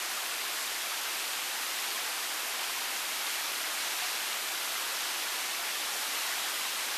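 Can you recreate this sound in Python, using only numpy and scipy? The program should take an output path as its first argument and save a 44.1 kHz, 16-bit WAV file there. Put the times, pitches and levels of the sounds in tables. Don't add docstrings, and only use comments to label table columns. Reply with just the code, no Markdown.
import sys
import numpy as np
from scipy import signal
from scipy.fft import rfft, irfft
from scipy.io import wavfile
from scipy.ndimage import uniform_filter1d

SR = 44100
rng = np.random.default_rng(int(sys.argv[2]) if len(sys.argv) > 2 else 0)


def to_wav(sig):
    pcm = np.clip(np.atleast_2d(sig), -1, 1) * 32767
    pcm = np.round(pcm).astype(np.int16)
    wavfile.write(sys.argv[1], SR, pcm.T)


N = 307377
TOP_HZ = 13950


def undb(db):
    return 10 ** (np.asarray(db) / 20)


def level(x, rms_db):
    return x * undb(rms_db) / np.sqrt(np.mean(x ** 2))


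def colour(x, points):
    freq_hz, gain_db = np.transpose(points)
    bins_hz = np.maximum(np.arange(N // 2 + 1) * SR / N, 1)
    curve_db = np.interp(np.log(bins_hz), np.log(freq_hz), gain_db)
    return irfft(rfft(x) * undb(curve_db), N)


def wander(rate_hz):
    hold = max(int(SR / rate_hz), 1)
    steps = np.repeat(rng.standard_normal(N // hold + 2), hold)
    return level(uniform_filter1d(steps, hold)[:N], 0)


def ring(age_s, pitch_hz, t60_s, rise):
    phase = 2 * np.pi * pitch_hz * age_s * (1 + rise * age_s / t60_s / 2)
    return np.sin(phase) * undb(-60 * age_s / t60_s)


def bubble_cloud(count=32000, low_hz=330, high_hz=13000, cycles=28, rise=0.14, scatter_db=1.0):
    out = np.zeros(N + SR)
    for when, smallness, strength in rng.random((count, 3)):
        pitch_hz = low_hz + smallness * (high_hz - low_hz)
        t60_s = cycles / pitch_hz
        strength_db = -scatter_db * np.log(1 - strength * 0.998)
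        gain = undb(strength_db) * np.sqrt(pitch_hz)
        age_s = np.arange(int(t60_s * SR)) / SR
        start = int(when * N)
        out[start:start + len(age_s)] += gain * ring(age_s, pitch_hz, t60_s, rise)
    return out[:N]


def near_bubbles(count=900, low_hz=450, high_hz=5500, cycles=55, rise=0.085, spread_db=4.0):
    out = np.zeros(N + SR)
    for when, smallness, strength in rng.random((count, 3)):
        pitch_hz = low_hz * (high_hz / low_hz) ** smallness
        t60_s = cycles / pitch_hz
        gain = undb(spread_db * strength) * np.sqrt(pitch_hz)
        age_s = np.arange(int(t60_s * SR)) / SR
        start = int(when * N)
        out[start:start + len(age_s)] += gain * ring(age_s, pitch_hz, t60_s, rise)
    return out[:N]


def foam(bands=12, flicker_db=0.37, flicker_hz=11):
    upper_edges_hz = np.geomspace(200, TOP_HZ, bands)
    band_of_bin = np.searchsorted(upper_edges_hz, np.arange(N // 2 + 1) * SR / N)
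    spectrum = rfft(rng.standard_normal(N))
    return sum(irfft(spectrum * (band_of_bin == k), N) * undb(flicker_db * wander(flicker_hz))
               for k in range(bands))


def white_water():
    # freq_hz, gain_db
    bank_spectrum = [(25, -22.5), (85, -36.5), (130, -28), (200, -17), (330, -7.5), (520, -9.5), (720, -3),
                     (1300, -1.03), (2700, -0.5), (4200, -2.5), (6500, -5.5), (10000, -8), (12300, -7.5),
                     (13800, -8)]
    churn = level(bubble_cloud(), -7.5) + level(near_bubbles(), -16) + level(foam(), -2.1)
    return colour(churn, bank_spectrum)


def glugs(swell_s=0.014, rise=0.047):
    # start_s, pitch_hz, peak_db, t60_s
    pockets = [(1.05, 1556, -38, 0.1), (1.945, 1045, -40.5, .12), (4.015, 724, -40, .16),
               (4.595, 1358, -41.5, .14)]
    out = np.zeros(N + SR)
    age_s = np.arange(SR // 2) / SR
    onset = 1 - np.exp(-(age_s / swell_s) ** 2)
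    for start_s, pitch_hz, peak_db, t60_s in pockets:
        note = ring(age_s, pitch_hz, t60_s, rise) * onset
        start = int(start_s * SR)
        out[start:start + len(age_s)] += undb(peak_db) * note / np.abs(note).max()
    return out[:N]


def surge_splash(rush, time_s, attack_s=0.11, release_s=0.14):
    # start_s, length_s, lift_db
    surges = [(1.68, 0.46, 0.46), (3.18, .3, .5), (3.68, .57, 0.8), (4.92, .33, 0.6), (6.05, .5, .5)]
    # freq_hz, gain_db
    splash_spectrum = [(500, -29), (1500, 2), (5000, 2.5), (10000, -2)]
    surge_db = np.zeros(N)
    for start_s, length_s, lift_db in surges:
        build = (time_s - start_s) / attack_s
        ebb = (start_s + length_s - time_s) / release_s
        surge_db += lift_db * np.clip(np.minimum(build, ebb), 0, 1)
    return (undb(surge_db) - 1) * colour(rush, splash_spectrum)


def scene(rush_rms_db=-34, growth_db_per_s=0.12):
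    time_s = np.arange(N) / SR
    rush = white_water()
    surging = rush + surge_splash(rush, time_s)
    growing = surging * undb(growth_db_per_s * time_s)
    creek = level(growing, rush_rms_db) + glugs()
    return np.array([creek, creek])


def record(dry):
    lowpass = signal.ellip(12, rp=0.1, rs=70, Wn=TOP_HZ, fs=SR, output="sos")
    return signal.sosfilt(lowpass, dry)


dry = scene()
out = record(dry)
to_wav(out)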